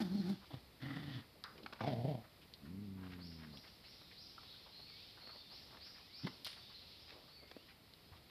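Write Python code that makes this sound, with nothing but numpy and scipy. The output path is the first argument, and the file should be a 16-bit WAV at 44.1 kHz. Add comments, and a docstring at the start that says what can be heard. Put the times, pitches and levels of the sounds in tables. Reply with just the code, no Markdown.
"""A fenced lawn between houses, where young dogs play: a whiny grumble, snarls, a low growl, a last wuff.
Each voice is a source and a filter: vocal fold pulses and turbulent breath excite throat resonances.
Teeth, paws and a bit of metal ring briefly on impact, and feet scuff the grass by friction.
Birds whistle gliding tones that the walls reflect, over a quiet outdoor hush."""
import sys
import numpy as np
from scipy import signal
from scipy.fft import rfft, irfft, next_fast_len
from scipy.io import wavfile
from scipy.ndimage import uniform_filter1d, map_coordinates

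SR = 44100
rng = np.random.default_rng(int(sys.argv[2]) if len(sys.argv) > 2 else 0)


def put_to_file(sound):
    """Save the sound as 16-bit audio at rate SR, in the file named by the first command-line argument."""
    columns = np.atleast_2d(sound).T  # one column per channel
    safe = np.clip(columns, -1, 1)
    whole_steps = np.round(safe * 32767)
    wavfile.write(sys.argv[1], SR, whole_steps.astype(np.int16))


N = 366030
TIME = np.arange(N) / SR


# vocal fold contours: time_s, pitch_hz
WHINE_FOLDS = [(0, 264.3), (.033, 195.2), (0.087, 165.8), (.125, 187.4), (0.163, 207.5), (.205, 194.8),
               (.225, 168.6), (.27, 177.3), (.312, 207.8), (.334, 190), (.35, 123), (.39, 114)]
GRUNT_FOLDS = [(0.499, 142.4), (0.543, 131.4), (0.589, 104.5)]
SNARL_FOLDS = [(.8, 108.1), (0.849, 141.9), (0.919, 137.6), (0.961, 159.2), (1.053, 145), (1.109, 130),
               (1.158, 120), (1.228, 101.2)]
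ROAR_FOLDS = [(1.8, 107.6), (1.845, 118.2), (1.875, 149.8), (1.915, 126.3), (1.976, 114.5), (2.025, 120.8),
              (2.081, 152.4), (2.119, 131.8), (2.159, 117.6), (2.226, 105.8)]
GROWL_FOLDS = [(2.605, 67.9), (2.665, 70.2), (2.709, 89.9), (2.83, 105.2), (2.899, 96.9), (3.12, 90.6),
               (3.237, 87.8), (3.521, 74), (3.61, 62.1)]
WUFF_FOLDS = [(6.228, 130), (6.245, 145), (6.256, 203), (6.266, 190.6), (6.278, 133.6), (6.309, 118)]
# band levels, a row each for chest, mouth, rasp, teeth, top-treble hiss: jaws_shut_db, jaws_open_db
WHINE_BANDS = [(-40.5, -40), (-67.5, -55.5), (-70, -53.5), (-63.5, -57.5), (-79, -67.5)]
GRUNT_BANDS = [(-43.5, -66), (-60, -62), (-69.5, -81), (-65, -63), (-82, -85)]
SNARL_BANDS = [(-45.5, -45.5), (-68, -59.5), (-68, -55.5), (-57.5, -62), (-85, -78)]
ROAR_BANDS = [(-41.5, -44.5), (-54, -48.5), (-74, -53), (-74, -60), (-81.5, -81)]
GROWL_BANDS = [(-50, -49)]  # chest only
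WUFF_BANDS = [(-40, -54), (-65, -53), (-66.5, -54), (-58.5, -56.5), (-83, -75)]
# vocal tract responses: frequency_hz, gain_db
WHINE_TRACT = [(60, -12), (120, -5.5), (200, -1.5), (275, -3.5), (335, -2), (400, -16), (500, -26),
               (600, -15.5), (690, -18), (795, -11.5), (900, -22.5), (1100, -31), (1800, -34),
               (2700, -42.5), (3500, -34), (3850, -38), (4200, -34.5), (4600, -33), (5400, -39),
               (6500, -45)]
SNARL_TRACT = [(60, -15), (128, 8), (190, -2.5), (290, 6.5), (400, -22), (560, -21.5), (790, -21),
               (930, -28), (1300, -22), (1620, -25), (1930, -15), (2200, -28), (2650, -30), (3050, -25.5),
               (3450, -24), (3900, -29.5), (4600, -29), (6500, -45)]
ROAR_TRACT = [(60, -41), (95, 4), (130, -1), (200, 2), (260, -4), (310, -5.5), (375, -12), (455, -3),
              (530, -7.5), (620, 5), (760, 3), (870, -9.5), (1030, -16), (1150, -30), (1500, -29),
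              (1720, -30), (1930, -23.5), (2200, -26.5), (2630, -28), (3000, -26.5), (3180, -19),
              (3350, -24.5), (4800, -23.5), (6500, -40)]
GROWL_TRACT = [(40, 4), (90, 3.5), (145, 6), (205, 7.5), (275, 3), (335, -13), (390, -7), (460, -9),
               (560, -43), (900, -45), (1500, -72)]
WUFF_TRACT = [(60, -12), (135, 2), (195, 0.5), (265, 5.5), (340, -4), (500, -17), (850, -12), (1300, -15),
              (2000, -15), (2400, -33), (2850, -24), (4000, -24), (6500, -46)]
# jaw openings: widest_s, half_length_s, open_fraction
WHINE_GAPES = [(.005, 0.05, 1), (0.287, 0.046, 0.55)]
GRUNT_GAPES = [(.512, 0.025, 0.95)]
SNARL_GAPES = [(.93, 0.2, 0.92)]
ROAR_GAPES = [(1.862, 0.093, 0.97), (2.085, 0.051, 0.38)]
WUFF_GAPES = [(6.277, 0.014, 0.94)]
# sudden heaves of the chest: peak_s, drive_db
WHINE_SURGES = [(.037, 1.2), (.123, 3.5), (.156, 1.9), (.203, 4), (.262, 6), (.298, 3)]
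SNARL_SURGES = [(.838, 3), (.868, 3.5), (.916, 3), (.972, 9), (1.045, 3), (1.082, 5.5), (1.16, 2.5),
                (1.177, 5.5), (1.193, 7)]
ROAR_SURGES = [(1.876, 5.5), (1.905, 4.5), (1.937, 5), (2.052, 2.5), (2.078, 4), (2.117, 5), (2.151, 4.5)]
# thin nose whistles on the whine: start_s, length_s, pitch_hz, level_db
NOSE_TONES = [(0.112, 0.059, 4210, -67), (0.166, 0.061, 4210, -61)]

def dogs():
    """Phonation: regular fold pulses give a whine or smooth growl; jitter and breath roughen a snarl."""
    drive = effort(WHINE_FOLDS, attack_s=0.00055, release_s=0.029, db_per_octave=29, throb_db=1,
                   heaves=WHINE_SURGES)
    whine = utter(WHINE_BANDS, WHINE_FOLDS, WHINE_TRACT, drive, WHINE_GAPES,
                  jitter=0.035, flutter_db=2, breath=0.7, hoarse=0.8, wander=0.018)

    drive = effort(GRUNT_FOLDS, attack_s=0.009, release_s=0.047, db_per_octave=12, throb_db=3.5)
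    grunt = utter(GRUNT_BANDS, GRUNT_FOLDS, SNARL_TRACT, drive, GRUNT_GAPES,
                  jitter=0.063, flutter_db=2.5, breath=1, hoarse=1)

    drive = effort(SNARL_FOLDS, attack_s=0.042, release_s=0.041, db_per_octave=-10, throb_db=0.5,
                   tire_db_per_s=13, heaves=SNARL_SURGES)
    snarl = utter(SNARL_BANDS, SNARL_FOLDS, SNARL_TRACT, drive, SNARL_GAPES,
                  jitter=0.085, flutter_db=3, breath=1.4, hoarse=1.3, wander=0.018, chop=0.6)

    drive = effort(ROAR_FOLDS, attack_s=0.0105, release_s=0.1, db_per_octave=10, throb_db=1.5,
                   heaves=ROAR_SURGES)
    roar = utter(ROAR_BANDS, ROAR_FOLDS, ROAR_TRACT, drive, ROAR_GAPES,
                 jitter=0.065, flutter_db=3.2, breath=0.5, hoarse=0.7, open_stretch=1.05, wander=0.035)

    drive = effort(GROWL_FOLDS, attack_s=0.035, release_s=0.015, db_per_octave=13, throb_db=0.9,
                   tire_db_per_s=4.5)
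    growl = utter(GROWL_BANDS, GROWL_FOLDS, GROWL_TRACT, drive, gapes=(),
                  jitter=0.014, flutter_db=0.7, breath=0.3, hoarse=0, wander=0.005)

    drive = effort(WUFF_FOLDS, attack_s=0.02, release_s=0.031, db_per_octave=9, throb_db=1.5)
    wuff = utter(WUFF_BANDS, WUFF_FOLDS, WUFF_TRACT, drive, WUFF_GAPES,
                 jitter=0.04, flutter_db=4, breath=0.59, hoarse=1.9)

    for start, length, hz, db in NOSE_TONES:
        add(whine, start, whistle([hz, hz], length, db, buzz_hz=55))
    return whine + grunt + snarl + roar + growl + wuff


# how far chest, mouth, rasp, teeth and top-treble hiss follow the effort: drive_fraction
DRIVE_SHARES = [0.92, 0.87, 0.2, 0.39, 0.77]

def utter(levels, pitch, tract, drive_db, gapes, jitter, flutter_db, breath, hoarse,
          open_stretch=1, wander=0.031, chop=0.69):
    """Source-filter model: uneven fold pulses and noise chopped at their rate excite the vocal tract."""
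    t = span(pitch)
    opening = jaws(t, gapes)
    bands_db = [shut_db + (open_db - shut_db) * opening + drive_db * share
                for share, (shut_db, open_db) in zip(DRIVE_SHARES, levels)]
    fold_hz = np.interp(t, *np.transpose(pitch)) * np.exp(jitter * wobble(t, 130))
    cycles = np.cumsum(fold_hz) / SR
    pulses = unit(np.diff(np.floor(cycles), prepend=0))
    noise = unit(rng.standard_normal(len(t)) * np.exp(-chop * (cycles % 1)))
    flutter = amp(flutter_db * wobble(t, 90.8))  # loose tissue varies the size of the pulses
    # open jaws scale the resonances by open_stretch; tongue and lips make them wander
    stretch = 1 + (open_stretch - 1) * opening + wander * wobble(t, 16.3)
    voiced, noisy = (formants(x * flutter, tract, stretch) for x in (pulses, noise))
    # as the mouth closes, the chest hums more purely on the fundamental
    chest_lead_db = bands_db[0] - np.mean(bands_db[:3], axis=0)
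    shut = np.clip(chest_lead_db / 14, 0, 1) ** 3
    fundamental = band(voiced, 55, 1.47 * np.median(pitch, axis=0)[1])
    voiced = voiced + 1.7 * shut * fundamental
    # low_hz, high_hz, noise_gain, swell_db
    registers = [(56.7, 483, breath, 0),  # chest
                 (436, 1160, hoarse, 0.0089),  # mouth
                 (1160, 2760, 3 * hoarse, 1.8),  # rasp
                 (2710, 5800, 6.8 * hoarse, 1.8),  # teeth
                 (7940, 14800, 20, 0)]  # faint top-treble hiss that swells along with the call
    voice = 0
    for db, (low, high, noise_gain, swell_db) in zip(bands_db, registers):
        gain = amp(db + swell_db * wobble(t, 35.8))
        voice += gain * steady(band(voiced + noise_gain * noisy, low, high))
    track = np.zeros(N)
    add(track, t[0], voice * signal.windows.tukey(len(t), 400 / len(t)))
    return track


def effort(pitch, attack_s, release_s, db_per_octave, throb_db, tire_db_per_s=0, heaves=()):
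    """Amplitude modulation: the drive in dB varies with pitch, chest heaves and flapping tissue."""
    edge_db, push_limit_db, heave_s, throb_hz = 19.5, 2.5, 0.0068, 29.3
    t = span(pitch)
    age = t - t[0]
    hz = np.interp(t, *np.transpose(pitch))
    edges = np.maximum(1 - age / attack_s, 0) + np.maximum(1 - (t[-1] - t) / release_s, 0)
    push = np.minimum(db_per_octave * np.log2(hz / np.median(pitch, axis=0)[1]), push_limit_db)
    heave = sum(db * np.exp(-((t - peak) / heave_s) ** 2) for peak, db in heaves)
    throb = throb_db * np.sin(2 * np.pi * throb_hz * age + wobble(t, 21.4))
    return push + heave + throb - edge_db * edges - tire_db_per_s * age


def jaws(t, gapes):
    """The radiating aperture opens and closes in Gaussian arcs: 0 shut, 1 wide."""
    return np.clip(sum(wide * np.exp(-((t - peak) / half) ** 2) for peak, half, wide in gapes), 0, 1)


def formants(x, tract, stretch, count=6):
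    """Tract resonances glide by the factor stretch, as a crossfade of frequency-scaled filters."""
    steps, gap = np.linspace(stretch.min(), stretch.max(), count, retstep=True)
    voice = 0
    for step in steps:
        weight = np.maximum(1 - np.abs(stretch - step) / gap, 0)
        voice += resonate(x * weight, np.multiply(tract, [step, 1]))
    return voice


# teeth snapping shut: start_s, level_db, centre_hz
BITES = [(1.439, -45, 4300), (2.538, -50.5, 4140), (3.573, -54, 3440), (7.937, -56.5, 4100)]

def teeth():
    """Hard impact: brief contact excites a narrow resonance and a bright crack."""
    track = np.zeros(N)
    for start, db, hz in BITES:
        add(track, start, contact(db, hz, octaves=0.3, t60_s=0.042, snap=3.8))
        add(track, start, crack(db - 13.5))
    return track


# paws and bodies colliding: start_s, level_db, centre_hz, width_octaves, t60_s
BUMPS = [(.507, -58, 994, 0.89, .05), (1.441, -49.5, 1300, 0.39, 0.27), (1.579, -54, 2600, 1.1, .04),
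         (1.633, -53, 3880, 0.43, .04), (1.662, -37, 1570, 1.2, 0.022), (1.726, -41.5, 845, 1.5, 0.032),
         (1.733, -39, 940, 3.1, 0.018), (1.807, -34.5, 970, 0.74, 0.05), (3.673, -57.5, 3020, 1.1, 0.11),
         (3.881, -59, 1980, 0.46, .04), (4.015, -54.5, 550, 1.1, 0.043), (4.113, -56, 2000, 0.15, 0.063),
         (4.38, -49, 1235, 0.21, 0.049), (4.432, -57.5, 1310, 0.85, 0.044), (4.794, -57.5, 704, 1.2, 0.064),
         (5.173, -58, 800, 0.88, 0.093), (5.273, -48, 1130, 2.6, 0.019), (5.77, -51.5, 1800, 0.91, 0.034),
         (5.979, -60, 1220, 0.27, 0.039), (7.514, -41.5, 400, 3.4, 0.021), (7.566, -41.5, 280, 0.86, 0.026),
         (7.705, -61.5, 2580, 0.73, 0.098), (8.117, -55.5, 80, 0.36, .16)]

def knocks():
    """Damped impact: each collision excites one quickly decaying resonance."""
    track = np.zeros(N)
    for start, *body in BUMPS:
        add(track, start, contact(*body))
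    return track


# quick metallic contacts: start_s, level_db, centre_hz, width_octaves, t60_s
METAL_HITS = [(6.447, -38.5, 4600, 0.43, .02), (6.452, -42, 4640, 0.62, 0.1),
              (6.466, -40, 4000, 4.6, 0.026), (6.470, -43, 4230, 1.2, .08)]

def metal_clatter():
    """Free vibration: struck metal keeps a thin, lightly damped ring after the last contact."""
    track = np.zeros(N)
    for start, db, *body in METAL_HITS:
        add(track, start, contact(db, *body))
        add(track, start, crack(db - 10))
    add(track, METAL_HITS[-1][0], contact(db=-66, centre_hz=9600, octaves=0.1, t60_s=0.39))
    return track


def contact(db, centre_hz, octaves, t60_s, snap=1.0):
    """Impulse response of a resonance, plus a noisy rattle that decays exponentially."""
    t = np.arange(SR // 4) / SR
    hz = np.geomspace(40, 14000, num=60)
    colour = np.column_stack([hz, 20 * np.log10(resonance(hz, centre_hz, octaves))])
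    blow = resonate(signal.unit_impulse(len(t)), colour)
    envelope = amp(-60 * t / t60_s) * (1 - np.exp(-t / 0.00081))
    rattle = resonant_noise(t, centre_hz, octaves) * envelope
    return amp(db) * (snap * blow / np.abs(blow).max() + rattle)


def crack(db, t60_s=0.016):
    """Contact transient: two hard surfaces meet in a short burst of high treble."""
    t = np.arange(SR // 10) / SR
    return amp(db - 60 * t / t60_s) * unit(band(rng.standard_normal(len(t)), 7100, 16300))


# strokes of feet on grass: peak_s, level_db, centre_hz, half_length_s
FOOT_STROKES = [(0.431, -62, 1090, 0.024), (1.623, -60, 278, 0.12), (1.798, -54, 1215, 0.0092),
                (3.051, -61, 1180, 0.059), (3.135, -58, 1960, 0.039), (3.436, -61.5, 1500, 0.067),
                (5.298, -60.5, 1250, 0.028), (5.363, -62.5, 580, 0.02), (5.734, -63.5, 910, 0.051),
                (6.519, -56.5, 4400, 0.064), (7.106, -59.5, 2740, 0.042), (7.166, -63.5, 563, 0.11)]

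def scuffs(grain_db):
    """Friction noise: blades of grass crackle under each swelling stroke."""
    track, t = np.zeros(N), np.arange(-SR // 4, SR // 4) / SR
    for peak, db, hz, half in FOOT_STROKES:
        grains = unit(resonant_noise(t, hz, octaves=1) * amp(grain_db * wobble(t, 302)))
        add(track, peak + t[0], amp(db) * grains * np.exp(-2 * (t / half) ** 2))
    return track


def patter(level_db, spread_db, count=60):
    """Soft impact: paws brush the lawn at random, each a rounded pulse of noise."""
    track, t = np.zeros(N), np.arange(SR // 8) / SR
    press = (t / 0.0069) * np.exp(-t / 0.012)
    for when, size, pitch in rng.random((count, 3)):
        brush = resonant_noise(t, 400 * 10 ** pitch, octaves=0.74)
        add(track, when * N / SR, brush * press * amp(level_db + spread_db * size))
    return track


def claws(level_db, spread_db, centre_hz, count=14):
    """Narrow-band impacts: claws tick faintly on dry turf at random."""
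    track = np.zeros(N)
    for when, size, pitch in rng.random((count, 3)):
        hz = centre_hz * 2 ** (2 * pitch - 1)
        add(track, when * N / SR, contact(level_db + spread_db * size, hz, octaves=0.24, t60_s=0.13))
    return track


# quick upward sweeps: start_s, level_db, buzz_depth_hz
BIRD_SWEEPS = [(3.199, -61, 164), (3.51, -63, 217), (3.836, -63.5, 198), (4.16, -59, 190),
               (5.485, -60, 100), (5.795, -58.5, 59.7), (6.121, -57.5, 50)]
# soft slurs: start_s, length_s, level_db, start_hz, second_hz, third_hz, end_hz
BIRD_SLURS = [(4.855, 0.28, -72, 2750, 2216, 2730, 3300), (6.005, 0.062, -75, 2550, 2480, 2510, 2450),
              (6.071, 0.28, -72.5, 1850, 2366, 2600, 3240), (7.351, 0.32, -73.5, 2800, 2114, 2550, 3320)]
# short notes and flicks: start_s, length_s, level_db, start_hz, middle_hz, end_hz
BIRD_PIPS = [(4.96, .08, -71, 3250, 3650, 3900), (6.566, 0.039, -64, 4400, 4560, 4430),
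             (6.985, 0.037, -63.5, 4630, 5070, 5800), (7.285, 0.0345, -68, 3790, 4250, 4550),
             (7.32, 0.093, -66, 4550, 4530, 4520)]
# buzzy arched notes: start_s, length_s, start_hz, end_hz, level_db, buzz_depth_hz
BIRD_BUZZES = [(3.982, 0.069, 3850, 3820, -69, 304), (4.467, 0.1, 4110, 3355, -63.5, 383),
               (4.711, .28, 4050, 4520, -64.5, 139), (5.198, .2, 4133, 4525, -62, 133),
               (5.373, 0.078, 3500, 3510, -68, 70), (6.59, 0.17, 3470, 3780, -69.5, 130),
               (6.736, 0.031, 4100, 4150, -59, 130), (6.808, .04, 4150, 4200, -78, 150)]

def birds(arch_hz=109.4):
    """Tonal song: each note is a single gliding partial."""
    track = np.zeros(N)
    for start, db, buzz_hz in BIRD_SWEEPS:
        add(track, start, whistle([3650, 5036, 5924], 0.09, db, buzz_hz, attack_s=0.026))
    for start, length, db, *pitches in BIRD_SLURS:
        add(track, start, whistle(pitches, length, db, buzz_hz=55, release_share=0.12))
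    for start, length, db, *pitches in BIRD_PIPS:
        add(track, start, whistle(pitches, length, db, buzz_hz=90))
    for start, length, start_hz, end_hz, db, buzz_hz in BIRD_BUZZES:
        middle_hz = (start_hz + end_hz) / 2 + arch_hz
        add(track, start, whistle([start_hz, middle_hz, end_hz], length, db, buzz_hz))
    return track


def whistle(pitches, length_s, db, buzz_hz, attack_s=0.016, release_share=0.42):
    """Frequency modulation: a fast random quaver gives a gliding sine its buzzy sidebands."""
    progress = np.linspace(0, 1, round(length_s * SR))
    t = progress * length_s
    glide = np.polyfit(np.linspace(0, 1, len(pitches)), pitches, len(pitches) - 1)
    hz = np.polyval(glide, progress) + buzz_hz * wobble(t, 504.6)
    swell = np.minimum(t / attack_s, 1) * np.minimum((1 - progress) / release_share, 1)
    return amp(db) * unit(np.sin(2 * np.pi * np.cumsum(hz) / SR) * swell)


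# reflections from house walls: delay_s, gain_db
WALL_PATHS = [(.066, -7.5), (0.123, -9)]

def wall_echoes(song):
    """Reflection: walls return delayed copies of the song's treble over a diffuse tail."""
    echoes = yard(song)
    for delay, db in WALL_PATHS:
        add(echoes, delay, amp(db) * song)
    return band(echoes, 2850, 9000)


# reverberation times of the yard: frequency_hz, t60_s
YARD_DECAY = [(150, 0.25), (1000, 0.46), (3000, 0.16), (5000, 1), (9000, 0.54)]

def yard(x):
    """Diffuse reverberation: fences and walls scatter sound into an exponentially decaying tail."""
    hz, t, noise = signal.stft(rng.standard_normal(SR), SR, nperseg=256)
    decay = amp(-60 * t / along(YARD_DECAY, hz)[:, None])
    tail = signal.istft(noise * decay, SR, nperseg=256)[1]
    return signal.fftconvolve(x, np.pad(tail, (300, 0)) / np.linalg.norm(tail))[:N]


# wash of distant birds: time_s, level_db
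CHORUS_SWELL = [(0, -69), (2.9, -71.5), (3.3, -67.5), (4.3, -62.5), (5.3, -60), (6.3, -63), (6.9, -60),
                (7.4, -67.5), (8.3, -69.5)]

def chorus(centre_hz, octaves, gain_db, shimmer_db=1.3):
    """Incoherent summation: echoes of far birds merge into a shimmering band of noise."""
    level_db = np.interp(TIME, *np.transpose(CHORUS_SWELL)) + gain_db + shimmer_db * wobble(TIME, 14)
    return amp(level_db) * unit(band(resonant_noise(TIME, centre_hz, octaves), 1500, 6340))


# outdoor noise spectrum: frequency_hz, gain_db
HUSH_SPECTRUM = [(15, -65), (25, -21), (70, -4), (137, -8), (209, -10), (517, -15.5), (711, -17.5),
                 (1120, -20.5), (1380, -21), (1540, -24.5), (2000, -20), (2830, -24), (4210, -35.5),
                 (7170, -36.5), (14300, -26.5)]
# likeness of left and right: frequency_hz, correlation
HUSH_COHERENCE = [(3000, 1), (5000, 1), (7000, 0.75), (12000, 0.31)]

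def hush(level_db, drift_db):
    """Interaural coherence: distant noise sounds central, except for its less correlated top hiss."""
    def mid_side_gains(hz):
        angle = np.arccos(np.clip(along(HUSH_COHERENCE, hz), -1, 1)) / 2
        return amp(along(HUSH_SPECTRUM, hz)) * [np.cos(angle), np.sin(angle)]
    mid, side = filtered(rng.standard_normal((2, N)), mid_side_gains)
    return amp(level_db + drift_db * wobble(TIME, 8.3)) * unit(np.array([mid + side, mid - side]))


def resonance(hz, centre_hz, octaves):
    """Gain of one resonance on a slope that dulls the top treble."""
    slope = [(40, -11), (90, 12.5), (5200, 3), (6300, -15.5), (13000, -21)]  # frequency_hz, gain_db
    return amp(along(slope, hz)) / (1 + (np.log2((hz + 1) / centre_hz) / octaves) ** 2)


def resonant_noise(t, centre_hz, octaves):
    """Noise of rms 1, shaped by a resonance."""
    return unit(filtered(rng.standard_normal(len(t)), lambda hz: resonance(hz, centre_hz, octaves)))


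def resonate(x, colour, size=8192):
    """Minimum-phase filtering by a colour of (frequency_hz, gain_db) points."""
    gain = amp(along(colour, np.fft.rfftfreq(size, 1 / SR)))
    cepstrum = irfft(np.log(gain))
    cepstrum[1:size // 2] *= 2  # folding onto positive time makes the filter causal
    cepstrum[size // 2 + 1:] = 0
    return signal.fftconvolve(x, irfft(np.exp(rfft(cepstrum))))[:len(x)]


def band(x, low_hz, high_hz):
    """Steep band-pass."""
    return filtered(x, lambda hz: (1 - 1 / (1 + (hz / low_hz) ** 8)) / (1 + (hz / high_hz) ** 8))


def filtered(x, response):
    """Zero-phase filtering: the spectrum times a response of frequency."""
    n = x.shape[-1]
    padded = next_fast_len(n + 4096)
    return irfft(rfft(x, padded) * response(np.fft.rfftfreq(padded, 1 / SR)), padded)[..., :n]


def steady(x):
    """Hold the rms at 1 over a few cycles, keeping the quick flutter."""
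    power = uniform_filter1d(uniform_filter1d(x ** 2, size=1600), size=1600)
    return x / np.sqrt(np.abs(power) + 1e-14)


def wobble(t, rate):
    """A smooth random curve, rate knots a second."""
    at = (t - t[0]) * rate
    return map_coordinates(rng.standard_normal(int(at[-1]) + 4), [at])


def along(points, hz):
    """Interpolate (frequency_hz, value) points on a log axis."""
    knots_hz, values = np.transpose(points)
    return np.interp(np.log(hz + 1), np.log(knots_hz + 1), values)


def span(pitch):
    """Sample times from the start of an utterance to its end."""
    return np.arange(round(pitch[0][0] * SR), round(pitch[-1][0] * SR)) / SR


def add(track, start_s, sound):
    """Superpose a sound on the track."""
    part = track[max(round(start_s * SR), 0):][:len(sound)]
    part += sound[:len(part)]


def amp(db):
    """Decibels to gain."""
    return 10 ** (np.asarray(db) / 20)


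def unit(x):
    """Scale to rms 1."""
    return x / np.sqrt(np.mean(x ** 2) + 1e-20)


def scene():
    """Direct-to-reverberant ratio sets distance: the dogs are near and dry, the birds mostly echo."""
    paws = scuffs(grain_db=3.5) + patter(level_db=-63.5, spread_db=4)
    paws += claws(level_db=-72.5, spread_db=4, centre_hz=1540)
    near = dogs() + teeth() + knocks() + metal_clatter() + paws
    song = birds()
    far = band(song + amp(2) * wall_echoes(song), 1200, 5430)
    far += chorus(centre_hz=4350, octaves=0.5, gain_db=-1)
    return near + amp(-11) * yard(near) + far + hush(level_db=-64.5, drift_db=0.5)


def record(dry):
    """Band limiting: an ideal low-pass removes the highest treble."""
    return filtered(dry, lambda hz: hz < 14350)


dry = scene()
out = record(dry)
put_to_file(out)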